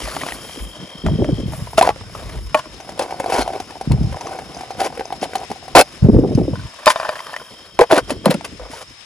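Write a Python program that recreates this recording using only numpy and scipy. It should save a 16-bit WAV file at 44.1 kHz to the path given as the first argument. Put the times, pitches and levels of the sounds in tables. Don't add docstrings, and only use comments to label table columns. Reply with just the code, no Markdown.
import sys
import numpy as np
from scipy import signal
from scipy.fft import rfft, irfft
from scipy.io import wavfile

SR = 44100
rng = np.random.default_rng(int(sys.argv[2]) if len(sys.argv) > 2 else 0)


def int16_out(signal):
    q = np.round(np.clip(np.atleast_2d(signal).T, -1, 1) * 32767)
    wavfile.write(sys.argv[1], SR, q.astype(np.int16))


def volts_from_decibels(level):
    exponent = np.asarray(level, float) / 20
    return 10 ** exponent


N = 399105

# start_s, peak_db, hollow_hz
CASE_BLOWS = [(3.039, -27, 640), (3.913, -16.5, 910), (1.064, -9.5, 635), (1.245, -14.5, 588),
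              (1.732, -20.5, 690), (1.781, 7, 656), (1.812, 3, 737), (1.874, -3, 760), (1.891, -2, 833),
              (1.96, -25, 530), (2.15, -21, 1240), (5.753, 11, 802), (7.791, 1.5, 832), (7.813, 7, 485),
              (7.924, 3.5, 654), (7.965, -6, 620), (7.93, -3, 608), (7.942, -12, 640), (7.982, -4, 1500),
              (7.977, -3, 637), (8.105, -8.5, 573), (8.259, -1, 530), (8.312, -13, 504),
              (8.344, -17.5, 567), (8.41, -21.5, 670), (8.597, -24.5, 513), (8.653, -30, 530),
              (1.828, -4.5, 1000), (1.902, -16, 1120), (2.01, -30, 600), (2.035, -35, 754),
              (1.066, -17.5, 1290), (2.098, -34, 700), (2.2, -28, 700), (2.225, -41, 595),
              (7.7915, -5, 1044), (7.82, -18, 1500), (7.91, -9, 1500), (7.816, 2, 840), (8.733, -25, 920)]
# start_s, peak_db, hollow_hz
STOVE_BLOWS = [(2.801, -26.5, 644), (2.892, -19.5, 610), (2.976, -27, 630), (2.995, -7.5, 517),
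               (3.019, -17.5, 840), (3.108, -21, 720), (3.201, -8.5, 530), (3.242, -16, 716),
               (3.26, -12.5, 745), (3.477, -12, 690), (3.601, -16, 735), (3.706, -25.5, 910),
               (3.811, -15, 780), (4.126, -21.5, 510), (4.209, -19.5, 920), (4.27, -18.5, 1080),
               (4.388, -18, 740), (4.609, -21.5, 770), (4.705, -18, 760), (4.804, -16, 790),
               (4.842, -15, 790), (4.974, -20.5, 480), (4.995, -16, 450), (5.124, -13.5, 761),
               (5.228, -9.5, 770), (5.333, -19.5, 754), (5.354, -11.5, 766), (5.501, -22, 770),
               (5.515, -13.5, 763), (5.68, -23.5, 760), (5.79, 5, 820), (5.815, -6, 595), (7.903, -14, 690),
               (7.912, -4, 680)]
# start_s, peak_db, hollow_hz
LID_BLOWS = [(2.5455, -1.5, 884), (2.55, -4, 612), (2.595, -25.5, 1440), (2.64, -34, 1420),
             (2.656, -28.5, 1030), (6.555, -24, 1490), (6.868, 6, 600), (6.876, 6.5, 889),
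             (6.902, -2.5, 1006), (6.959, -8, 656), (6.999, -11, 654), (7.03, -16, 666),
             (7.049, -16.5, 845), (7.091, -7, 610)]
# start_s, peak_db, hollow_hz
FINGER_TAPS = [(0.02, -22.5, 480), (0.058, -27, 1220), (0.076, -21.5, 854), (0.166, -13, 626),
               (0.169, -18, 1200), (0.215, -17.5, 1900), (0.235, -15, 1080), (0.265, -15.5, 570),
               (0.287, -23, 700), (0.288, -20, 1900), (0.322, -16, 1900), (0.345, -32, 1500),
               (0.495, -25, 700), (0.56, -23.5, 454), (7.156, -21.5, 1750), (7.192, -21, 2000),
               (7.204, -22, 1000), (7.268, -22, 1220), (7.332, -21.5, 686), (7.364, -16.5, 1920)]
# start_s, peak_db, hollow_hz
RATTLES = [(1.085, -19, 635), (1.523, -26, 880), (1.534, -22.5, 647), (1.671, -26, 990), (3.061, -21, 715),
           (3.124, -15.5, 855), (3.142, -21, 700), (3.322, -9, 760), (3.352, -8, 806), (3.401, -19, 860),
           (3.503, -17, 710), (3.49, -23, 714), (3.553, -22, 760), (3.721, -32, 810), (3.755, -23, 880),
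           (3.768, -28, 690), (4.815, -8, 760), (4.86, -23.5, 760), (4.144, -21, 1000), (4.17, -20, 610),
           (4.293, -27, 740), (4.316, -19, 780), (4.33, -27, 1500), (4.347, -23.5, 760),
           (4.419, -25.5, 770), (4.546, -32.5, 593), (4.567, -24, 717), (4.634, -22.5, 770),
           (4.719, -27, 760), (4.749, -29, 520), (4.902, -27.5, 735), (4.925, -23, 490), (5.009, -13, 523),
           (5.054, -22, 683), (5.105, -21.5, 790), (5.138, -25, 796), (5.255, -19, 730), (5.414, -28, 756),
           (5.433, -22.5, 770), (5.559, -30, 750), (5.627, -32, 730), (6.594, -29, 1500), (6.664, -34, 961),
           (7.294, -25, 880), (7.339, -20, 1770), (7.399, -30, 1420), (7.415, -26.5, 476)]
# crack_db over the ring at MIDDLING_DB, crack loss in dB per dB, t60_s, walls_db, scuff_s
CASE_TOUCH = (-15, 0.4, 0.055, 1.5, 0.002)
STOVE_TOUCH = (-8, 0.6, 0.05, 1.5, 0.003)
LID_TOUCH = (-15, 0.55, 0.07, 4, 0.002)
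FINGER_TOUCH = (0, 0.1, 0.016, -6, 0.005)
RATTLE_TOUCH = (-21, 0.3, 0.055, 1.5, 0.012)
MIDDLING_DB = -15
SCUFF_ROOM_S = 0.012
OPEN_FROM_S, OPEN_TO_S = 2.75, 5.9
# from_s, to_s
LID_ALONE = [
    (2.5, 2.7),
    (6.54, 7.5),
]
# mode_hz, width_hz, level_db
CASE_WALLS = [(400, 266, -1.5), (590, 205, 4.5), (770, 180, 3), (910, 370, 2), (1080, 770, -6),
              (1402, 68, -9.5), (1950, 820, -18)]
# mode_hz, width_hz, level_db
OPEN_WALLS = [(340, 170, -2.5), (530, 320, -0.5), (760, 84, 5), (1000, 115, -8), (1500, 110, -10.5),
              (2197, 114, -15), (2636, 53, -17.5)]
# mode_hz, width_hz, level_db
LID_WALLS = [(610, 27, 7), (880, 67, 4.5), (1031, 49, 10), (1326, 194, -1), (1490, 85, 2.5),
             (1834, 46, -3.5), (2440, 130, -8)]
# mode_hz, width_hz, level_db
DROPPED_LID = [(614, 16, 14), (860, 200, -6), (1098, 16, 9), (1427, 32, 0), (1830, 70, -9), (2476, 80, -6),
               (2960, 70, -9)]
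# mode_hz, width_hz, level_db
LID_RIM = [(1350, 90, 0), (1770, 45, -3), (2300, 60, -6), (3040, 60, 0), (3660, 55, -2), (4740, 50, -2),
           (5050, 80, -5)]
# mode_hz, width_hz, level_db
CASE_RIM = [(1014, 203, 0.5), (1500, 240, 1.5), (2070, 790, -7), (2630, 93, 0.5), (3090, 320, -5),
            (4310, 400, -1.5), (5670, 1370, -3.5)]
RIM_SHARE_DB, RIM_LUCK_DB = 3.0, 5.0
# start_s, peak_db
TICKS = [(1.7776, -12), (1.791, -15), (1.8237, -7.5), (2.5448, -16.5), (2.9916, -13.5), (3.1974, -19.5),
         (3.599, -25), (3.918, -18), (4.802, -16.5), (5.3538, -15), (5.7578, -19), (5.7632, -7),
         (5.7903, 4.5), (5.81, 1.5), (6.3537, -28), (6.8581, -5.5), (7.089, -25), (7.791, -24),
         (7.808, -11), (7.9156, -10), (7.944, -16.5), (7.964, -16.5), (7.978, -10), (8.105, -14),
         (8.2557, -7), (8.307, -10), (8.3406, -17.5)]
# ring_hz, level_db
FRAME_RINGS = [(2620, 2.5), (4250, -2), (5050, -1.5)]
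# start_s, peak_db
JINGLES = [(2.807, -32), (2.9946, -23), (3.0226, -24), (3.344, -14), (3.3832, -16), (3.428, -21.5),
           (3.601, -28), (3.811, -43), (4.1615, -32), (4.2088, -22), (4.268, -24), (4.38, -32),
           (4.546, -28.5), (4.571, -26), (4.7097, -29), (4.744, -38), (4.8025, -20), (4.85, -26),
           (5.0537, -23), (5.08, -38), (5.11, -40), (5.2131, -22), (5.3542, -41), (5.3805, -24),
           (5.504, -29), (5.682, -38), (6.349, -21.5)]
# ring_hz, level_db
STRIP_RINGS = [(6170, -0.5), (6790, -12.5), (5050, -1.5), (4340, -10), (2590, -8), (9700, -12)]
# start_s, rise_s, hold_s, drone_db, hiss_db
SLIDES = [(0.0, 0.0008, 0.31, -43, -36), (0.307, 0.023, 0.27, -70, -45), (3.527, 0.01, 0.035, -30.5, -47),
          (1.5, 0.032, 0.083, -50, -49.5), (1.773, 0.0035, 0.016, -16, -19),
          (1.826, 0.0023, 0.05, -21.5, -35), (2.557, 0.016, 0.023, -27.5, -35.5),
          (2.999, 0.0032, 0.033, -25, -36), (3.261, 0.065, 0.097, -23, -26.5),
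          (4.77, 0.039, 0.061, -20.5, -28.5), (5.212, 0.01, 0.019, -24, -30),
          (5.335, 0.0075, 0.1, -40, -50), (5.75, 0.0022, 0.051, -2.5, -11.5),
          (6.866, 0.0021, 0.049, -27, -20.5), (7.802, 0.0023, 0.029, -18, -46),
          (7.886, 0.025, 0.085, -21.5, -33), (8.069, 0.028, 0.029, -27.5, -33.5),
          (8.237, 0.015, 0.035, -23.5, -58), (8.294, 0.013, 0.0087, -14.5, -21.5),
          (8.442, 0.0057, 0.002, -27.5, -26), (4.137, 0.027, 0.24, -39, -53.5),
          (4.288, 0.016, 0.032, -40, -50), (8.578, 0.021, 0.091, -40.5, -66.5),
          (8.688, 0.028, 0.11, -40.5, -40), (2.148, 0.0044, 0.23, -45, -48.5)]
# time_s, drone_db
PRESSURE = [(0.0, -43), (0.91, -45.5), (1.26, -47.5), (1.97, -53), (2.57, -54.5), (3.4, -26.5), (3.7, -47),
            (4.3, -41), (4.94, -41), (6.07, -50), (6.58, -50), (7.05, -31.5), (7.59, -51.5), (9.05, -72)]
SKIN_DB, SKIN_FOLLOWS, LIGHT_DB = -47.5, 0.23, -50
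# freq_hz, level_db
HISS_COLOUR = [(650, -23), (1100, -8), (1300, -7.5), (2800, -8.5), (3060, -9.5), (4120, -7.5), (6220, -17),
               (8300, -7.5), (9910, -7.5), (15600, -22)]
# start_s, length_s, level_db
BRUSHES = [
    (0.0, 0.77, -43.5),
    (1.532, 0.13, -41.5),
    (1.68, 0.26, -45),
    (2.16, 0.36, -53),
    (6.915, 0.61, -51),
]
BRUSH_EDGE_S = 0.09
# start_s, length_s, rumble_db, flutter_db, fading_db
GUSTS = [
    (1.04, 0.66, -17, -21, 16),
    (1.5, 1.14, -38, -78, 0.5),
    (3.89, 0.3, -16, -62, 6.5),
    (6.019, 0.68, -13.5, -11.5, 17),
    (8.007, 0.97, -41, -33.5, 9.5),
]
GUST_EDGE_S, GUST_END_S = 0.012, 0.08
FLUTTER_PEAK, FLUTTER_SWELL_DB, FLUTTER_FADE_DB = 0.36, 16, 42
# time_s, rumble_db
BREEZE = [
    (0.0, -42),
    (1.0, -50.5),
    (2.7, -48),
    (3.8, -42.5),
    (4.3, -44.5),
    (5.2, -46),
    (6.0, -47.5),
    (6.75, -59),
    (7.6, -54),
    (9.05, -61.5),
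]
BREEZE_FLUTTER_DB = 2
# start_s, peak_db, pitch_hz
EDDIES = [(1.04, -10, 186), (1.115, -1.5, 138), (1.189, -2.5, 228), (1.222, -2, 340), (1.291, -3, 304),
          (1.328, 0, 106), (1.384, -12.5, 254), (1.433, -10.5, 203), (1.459, -7, 125), (1.622, -13.5, 111),
          (3.875, -4.5, 137.5), (3.908, 2, 128), (3.944, 2.5, 110), (4.01, -1.5, 144), (4.043, -7, 97),
          (6.026, 3, 108), (6.047, 9, 111), (6.088, 7.5, 216.4), (6.146, 3, 259), (6.173, -31, 404),
          (6.188, 4, 274), (6.238, -9, 428), (6.261, -13, 380), (6.291, -18, 390), (6.097, 1.5, 250),
          (6.21, -22, 330), (6.248, -6.5, 414), (6.268, -16, 308), (6.319, -10, 354), (6.386, -8, 460),
          (6.415, -6, 344), (6.452, -15, 322), (6.576, -19.5, 150), (6.621, -34.5, 148), (1.199, -11, 370),
          (1.264, -22, 330), (1.4, -12.5, 297), (1.481, -19, 294), (0.622, -24, 204), (0.8, -21, 153),
          (0.828, -19.5, 171), (0.815, -25, 202), (0.845, -26, 190), (0.951, -22, 169), (0.574, -19.5, 278),
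          (4.13, -19, 90), (6.053, -29, 760), (6.153, -35, 670), (6.238, -32, 710), (6.388, -27, 746),
          (6.535, -16.5, 553), (8.7, -24, 272), (6.352, 2, 118), (6.378, 0.5, 261), (6.401, -0.5, 180),
          (6.481, -4, 303), (6.533, -7.5, 105)]
# start_s, peak_db, pitch_hz
PUSHES = [(2.547, -13, 307), (3.39, -7, 275), (5.219, -14.5, 229), (5.506, -15, 234), (7.796, 5, 405),
          (7.928, 4.5, 340), (7.973, -7, 320), (8.116, -8.5, 270), (8.266, 2, 195), (8.293, 1, 176),
          (8.346, -6, 191)]
# start_s, peak_db
JOLTS = [(0.027, -23), (0.31, -36), (0.601, -21.5), (2.239, -23.5), (2.357, -21), (2.44, -22.5), (2.7, -37),
         (3.381, -23.5), (4.55, -45), (8.031, -33), (8.601, -30.5)]
MOUNT_HZ, MOUNT_RISE_S = 53.7, 0.02
# start_s, length_s, level_db, blur_0_to_1
BOUTS = [
    (0.25, 1.29, -43.5, 0.2),
    (7.0, 0.68, -47.5, 0.12),
    (7.56, 0.86, -50.5, 0.4),
]
BOUT_RISE_S, BOUT_FALL_S = 0.2, 0.1
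# pitch_hz, width_hz, level_db
CHORUS = [(5200, 480, -50.5), (3714, 150, -60)]
# freq_hz, level_db
NIGHT_COLOUR = [(24, 0), (40, -28), (524, -7), (3080, -3.5), (4270, -7.5), (5210, -7), (7770, -12),
                (8580, 5.5), (10500, -70), (15600, -48)]
NIGHT_DB = -48
# freq_hz, level_db
PORT_TONE = [(22, -18), (50, 0), (7600, 0), (8200, -2), (8480, -12), (8800, -2), (9300, 0), (11300, 0),
             (11850, -14), (12300, -14), (12600, -2), (14300, -2), (15100, 5), (15400, -12)]
# freq_hz, left_lead_rad
PORT_LEAD = [(40, .95), (250, .65), (700, .4), (1500, .8), (4000, 1.1), (6800, .1), (8480, -3.14),
             (9730, -5.9), (12100, -9.42), (15300, -15.6)]
# freq_hz, left_over_right_db
PORT_TILT = [(60, 1), (180, 0), (550, .7), (1650, 1.7), (4970, 5), (8480, 0), (15000, 0)]


def rms_one(x):
    return x / np.sqrt(np.mean(x ** 2) + 1e-20)


def in_time(table):
    time_s, value = np.transpose(table)
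    return np.interp(np.arange(N) / SR, time_s, value)


def on_grid(points):
    hz, value = np.transpose(points)
    bins_hz = np.arange(N // 2 + 1) * SR / N
    return np.interp(np.log(bins_hz + 1), np.log(hz + 1), value)


def colour(x, spectrum):
    return rms_one(irfft(rfft(x) * volts_from_decibels(on_grid(spectrum)), N))


def band(x, low_hz, high_hz):
    sos = signal.butter(2, [low_hz, high_hz], "band", fs=SR, output="sos")
    return rms_one(signal.sosfilt(sos, x))


def drift(rate_hz):
    r = np.exp(-2 * np.pi * rate_hz / SR)
    settled = signal.lfilter([1], [1, -2 * r, r * r], rng.standard_normal(N + SR))[SR:]
    return rms_one(settled)


def resonate(x, hz, width_hz):
    r = np.exp(-np.pi * width_hz / SR)
    poles = [1, -2 * r * np.cos(2 * np.pi * hz / SR), r * r]
    return signal.lfilter([(1 - r * r) / 2, 0, (r * r - 1) / 2], poles, x)


def body(force, modes, strengths_db):
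    out = 0
    for k, ((hz, width_hz, level_db), more_db) in enumerate(zip(modes, strengths_db)):
        out = out + volts_from_decibels(level_db + more_db) * (-1) ** k * resonate(force, hz, width_hz)
    return out


def grit(per_s, spread_db):
    sizes = volts_from_decibels(spread_db * np.minimum(rng.exponential(1, N), 3.2)) * rng.choice([-1, 1], N)
    slips = sizes * (rng.random(N) < per_s / SR)
    return rms_one(slips) + 0.39 * rng.standard_normal(N)


def add(out, start_s, sound):
    i = round(start_s * SR)
    out[i:i + len(sound)] += sound[:N - i]


def walls_struck(start_s, lid):
    if lid:
        return DROPPED_LID if start_s < OPEN_FROM_S else LID_WALLS
    return OPEN_WALLS if OPEN_FROM_S < start_s < OPEN_TO_S else CASE_WALLS


def knocks(bright):
    out, t = np.zeros(N), np.arange(SR // 8) / SR - SCUFF_ROOM_S
    after = np.maximum(t, 0)
    click = np.arange(SR // 8) == round(SCUFF_ROOM_S * SR)
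    dull = band(bright, 450, 16000)
    groups = ((CASE_BLOWS, CASE_TOUCH), (STOVE_BLOWS, STOVE_TOUCH), (LID_BLOWS, LID_TOUCH),
              (FINGER_TAPS, FINGER_TOUCH), (RATTLES, RATTLE_TOUCH))
    blows = [(*row, touch) for rows, touch in groups for row in rows]
    chance = rng.standard_normal((len(blows), len(LID_WALLS)))
    ragged = grit(900, spread_db=9.0)
    for (s, peak_db, hz, touch), luck in zip(blows, chance):
        crack_db, loss, t60_s, walls_db, scuff_s = touch
        crack_db = crack_db - loss * (peak_db - MIDDLING_DB)
        i = round((s - SCUFF_ROOM_S) * SR)
        lid = any(a < s < b for a, b in LID_ALONE)
        coming = volts_from_decibels(60 * np.minimum(t, 0) / max(scuff_s, .001))
        plain = np.resize(dull[i:i + len(t)], len(t))

        rattle = (0.01 if lid else 0.03) * np.resize(ragged[i:i + len(t)], len(t)) * (t > 0)
        scuff = 0.02 * plain * (t < 0)
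        soft = np.clip(0.6 - 0.005 * peak_db, 0, .9)
        contact = (rattle + scuff) * coming * volts_from_decibels(-60 * after / t60_s) + click
        force = signal.lfilter([1 - soft], [1, -soft], contact)

        walls = body(force, walls_struck(s, lid), (2.5 if lid else 3.5) * luck)
        walls = walls * volts_from_decibels(-12 * after / t60_s)
        hollow = resonate(force, hz, 2.71 / t60_s)
        ring = hollow / np.abs(hollow).max() + volts_from_decibels(walls_db) * walls / np.abs(walls).max()
        air_thud = np.sin(2 * np.pi * 0.47 * hz * after) * volts_from_decibels(-16 - 60 * after / 0.014)

        rim = volts_from_decibels(RIM_SHARE_DB) * rms_one(body(plain, CASE_RIM, RIM_LUCK_DB * luck[::-1]))
        onset = np.clip(0.15 * coming + after / 0.002, 0, 1)
        crack = 0.37 * (plain + rim) * volts_from_decibels(crack_db - 4.5 - 60 * after / (0.84 * t60_s)) * onset
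        if lid and s > OPEN_TO_S:
            edge = body(np.diff(force, prepend=0), LID_RIM, 4 * luck[::-1])
            edge = edge * np.minimum(after / .002, 1)
            crack = crack + volts_from_decibels(-12.5) * edge / np.abs(edge).max()
        blow = ring / np.abs(ring).max() + air_thud + crack
        add(out, s - SCUFF_ROOM_S, volts_from_decibels(peak_db + 1.5) * blow)
    return out


def rubbing():
    pressure_db = in_time(PRESSURE)
    drone, hiss = volts_from_decibels(pressure_db), volts_from_decibels(SKIN_DB + SKIN_FOLLOWS * (pressure_db - LIGHT_DB))
    t = np.arange(SR // 2) / SR
    for s, rise_s, hold_s, drone_db, hiss_db in SLIDES:
        past = np.maximum(t - rise_s - hold_s, 0)
        press = np.minimum(t / max(rise_s, .001), 1) ** 2
        add(drone, s, press * volts_from_decibels(drone_db - 60 * past / 0.058))
        add(hiss, s, press * volts_from_decibels(hiss_db - 60 * past / 0.04))

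    shaking, slips = drift(39), grit(1600, spread_db=3.0)
    held_lid = [(hz, 5 * width_hz, db) for hz, width_hz, db in LID_WALLS]
    shut, opened, lid = (rms_one(body(slips, modes, np.zeros(len(modes))))
                         for modes in (CASE_WALLS, OPEN_WALLS, held_lid))
    n = np.arange(N)
    on_lid = sum((n > a * SR) & (n < b * SR) for a, b in LID_ALONE)
    is_open = (n > OPEN_FROM_S * SR) & (n < OPEN_TO_S * SR)
    walls = np.where(on_lid, lid, np.where(is_open, opened, shut))

    fine = colour(grit(6000, spread_db=3.5), HISS_COLOUR)
    rim = body(fine, CASE_RIM, [.5 * RIM_LUCK_DB * drift(13) for _ in CASE_RIM])
    fine = rms_one(fine + volts_from_decibels(RIM_SHARE_DB) * rms_one(rim))
    unsteady_db = 3.3 * np.clip(shaking, -3, 1.4)
    flicker_db = 0.4 * unsteady_db + 1.8 * drift(76)
    return drone * volts_from_decibels(unsteady_db) * walls + hiss * volts_from_decibels(flicker_db) * fine


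def ticks(bright):
    out, t = np.zeros(N), np.arange(SR // 10) / SR
    chance = rng.standard_normal((len(TICKS), len(FRAME_RINGS)))
    for (s, peak_db), luck in zip(TICKS, chance):
        ring = sum(volts_from_decibels(db + 1.5 * k) * np.sin(2 * np.pi * hz * t) for (hz, db), k in zip(FRAME_RINGS, luck))
        i = round(s * SR)
        snap = np.resize(bright[i:i + len(t)], len(t)) * volts_from_decibels(10.5 - 60 * t / 0.018)
        touch = ring * volts_from_decibels(-60 * t / 0.026) + snap
        add(out, s, volts_from_decibels(peak_db - 9.0) * touch * np.minimum(t / 0.0026, 1))
    return out


def jingle():
    out, t = np.zeros(N), np.arange(SR // 10) / SR
    chance = rng.standard_normal((len(JINGLES), len(STRIP_RINGS) + 1))
    for (s, peak_db), luck in zip(JINGLES, chance):
        tuning = 1 + 0.01 * luck[-1]
        rings = sum(volts_from_decibels(db + 2.5 * k) * np.sin(2 * np.pi * hz * tuning * t)
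                    for (hz, db), k in zip(STRIP_RINGS, luck))
        add(out, s, volts_from_decibels(peak_db - 4 - 60 * t / 0.024) * rings * np.minimum(t / 0.0015, 1))
    return out


def sleeve():
    t, shape = np.arange(N) / SR, 0
    for s, length_s, level_db in BRUSHES:
        edges = np.minimum(t - s + BRUSH_EDGE_S, s + length_s - t) / BRUSH_EDGE_S
        shape = shape + volts_from_decibels(level_db) * np.clip(edges, 0, 1)
    return shape * volts_from_decibels(2.4 * drift(13)) * band(grit(12000, spread_db=1.0), 7500, 12800)


def ground(x):
    out = np.zeros((2, N))
    high = signal.sosfilt(signal.butter(1, 1200, "high", fs=SR, output="sos"), x)
    lags = (rng.uniform(.0008, .012, 8) * SR).astype(int)
    for k, lag in enumerate(lags):
        out[k % 2, lag:] += high[:N - lag] * (-1) ** (k // 2)
    return out


def wind():
    breeze_db = in_time(BREEZE)
    low, high = volts_from_decibels(breeze_db), volts_from_decibels(breeze_db + BREEZE_FLUTTER_DB)
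    for s, length_s, rumble_db, flutter_db, fading_db in GUSTS:
        t = np.arange(round(length_s * SR)) / SR
        along = t / length_s
        edges = np.clip(np.minimum(t / GUST_EDGE_S, (length_s - t) / GUST_END_S), 0, 1)
        off_db = np.interp(along, [0, FLUTTER_PEAK, 1], [FLUTTER_SWELL_DB, 0, FLUTTER_FADE_DB])
        add(low, s, edges * volts_from_decibels(rumble_db - fading_db * along))
        add(high, s, edges * volts_from_decibels(flutter_db - off_db))
    lumps, white = drift(22.3), rng.standard_normal((3, N))
    rumble = volts_from_decibels(3 * lumps) * band(white[0], 42, 140)
    flutter = volts_from_decibels(4.5 * lumps) * band(band(white[1], 120, 460), 120, 460)
    spit = volts_from_decibels(6 * lumps) * band(band(white[2], 350, 620), 350, 620)
    return low * rms_one(rumble) + high * (rms_one(flutter) + volts_from_decibels(-15.0) * rms_one(spit))


def puffs():
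    out, t = np.zeros(N), np.arange(SR // 8) / SR
    bursts = EDDIES + PUSHES
    for (s, peak_db, hz), turn in zip(bursts, rng.random(len(bursts))):
        cycles = hz * (t + 0.0015 * (1 - np.exp(-t / 0.0023)))
        swing = np.sin(2 * np.pi * (cycles * (1 - 0.011 * cycles) + turn))
        swing = swing + 0.37 * np.sin(2 * np.pi * 1.665 * cycles)
        burst = volts_from_decibels(peak_db + 8.5) * swing * (t / 0.0083) * np.exp(-t / 0.0047 * 1.143)
        add(out, s - .002, signal.lfilter(*signal.butter(2, 0.62 * hz, "high", fs=SR), burst))
    return out


def jolts():
    out, t = np.zeros(N), np.arange(SR // 3) / SR
    swing = np.sin(2 * np.pi * MOUNT_HZ * t) * t / MOUNT_RISE_S * np.exp(1 - t / MOUNT_RISE_S)
    for s, peak_db in JOLTS:
        add(out, s, volts_from_decibels(peak_db) * swing)
    return out


def cricket():
    t, out = np.arange(N) / SR, 0
    beat = 2 * np.pi * (49.3 * t + 0.017 * drift(2.3))
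    strokes = np.maximum(np.sin(beat) + .3, 0) ** 1.3
    sag = 1.4 * np.sin(beat) + 0.09 * drift(23)
    wing = rms_one(strokes * np.sin(2 * np.pi * 3185 * t + sag))
    scattered = rms_one(resonate(resonate(rng.standard_normal(N), 3225, 210), 3225, 210))
    for s, length_s, level_db, blur in BOUTS:
        shape = np.clip(np.minimum((t - s) / BOUT_RISE_S, (s + length_s - t) / BOUT_FALL_S), 0, 1)
        out = out + shape * volts_from_decibels(level_db) * (np.sqrt(1 - blur) * wing + np.sqrt(blur) * scattered)
    return volts_from_decibels(0.4 * drift(2.3)) * out


def night():
    shared, own = rng.standard_normal(N), rng.standard_normal((2, N))
    white = shared + 2.0 * signal.sosfilt(signal.butter(4, 7000, fs=SR, output="sos"), own)
    air = np.array([volts_from_decibels(NIGHT_DB + 3.87 * drift(4.5)) * colour(w, NIGHT_COLOUR) for w in white])
    for hz, width_hz, level_db in CHORUS:
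        insects = resonate(resonate(white, hz, width_hz), hz, width_hz)
        air += volts_from_decibels(level_db + 2.0 * drift(39)) * rms_one(insects)
    return air


def scene():
    bright = colour(rng.standard_normal(N), HISS_COLOUR)
    gear = knocks(bright) + ticks(bright) + jingle() + rubbing() + sleeve()
    return gear + volts_from_decibels(-18.0) * ground(gear) + wind() + puffs() + jolts() + cricket() + night()


def band_limit(x):
    return signal.sosfilt(signal.butter(12, 15780, fs=SR, output="sos"), x)


def record(dry):
    half = volts_from_decibels(on_grid(PORT_TILT) / 2) * np.exp(.5j * on_grid(PORT_LEAD))
    ports = irfft(rfft(dry) * volts_from_decibels(on_grid(PORT_TONE)) * [half, 1 / half], N)
    clipped = ports / (1 + np.abs(ports / .99) ** 16) ** (1 / 16)
    return band_limit(clipped)


dry = scene()
out = record(dry)
int16_out(out)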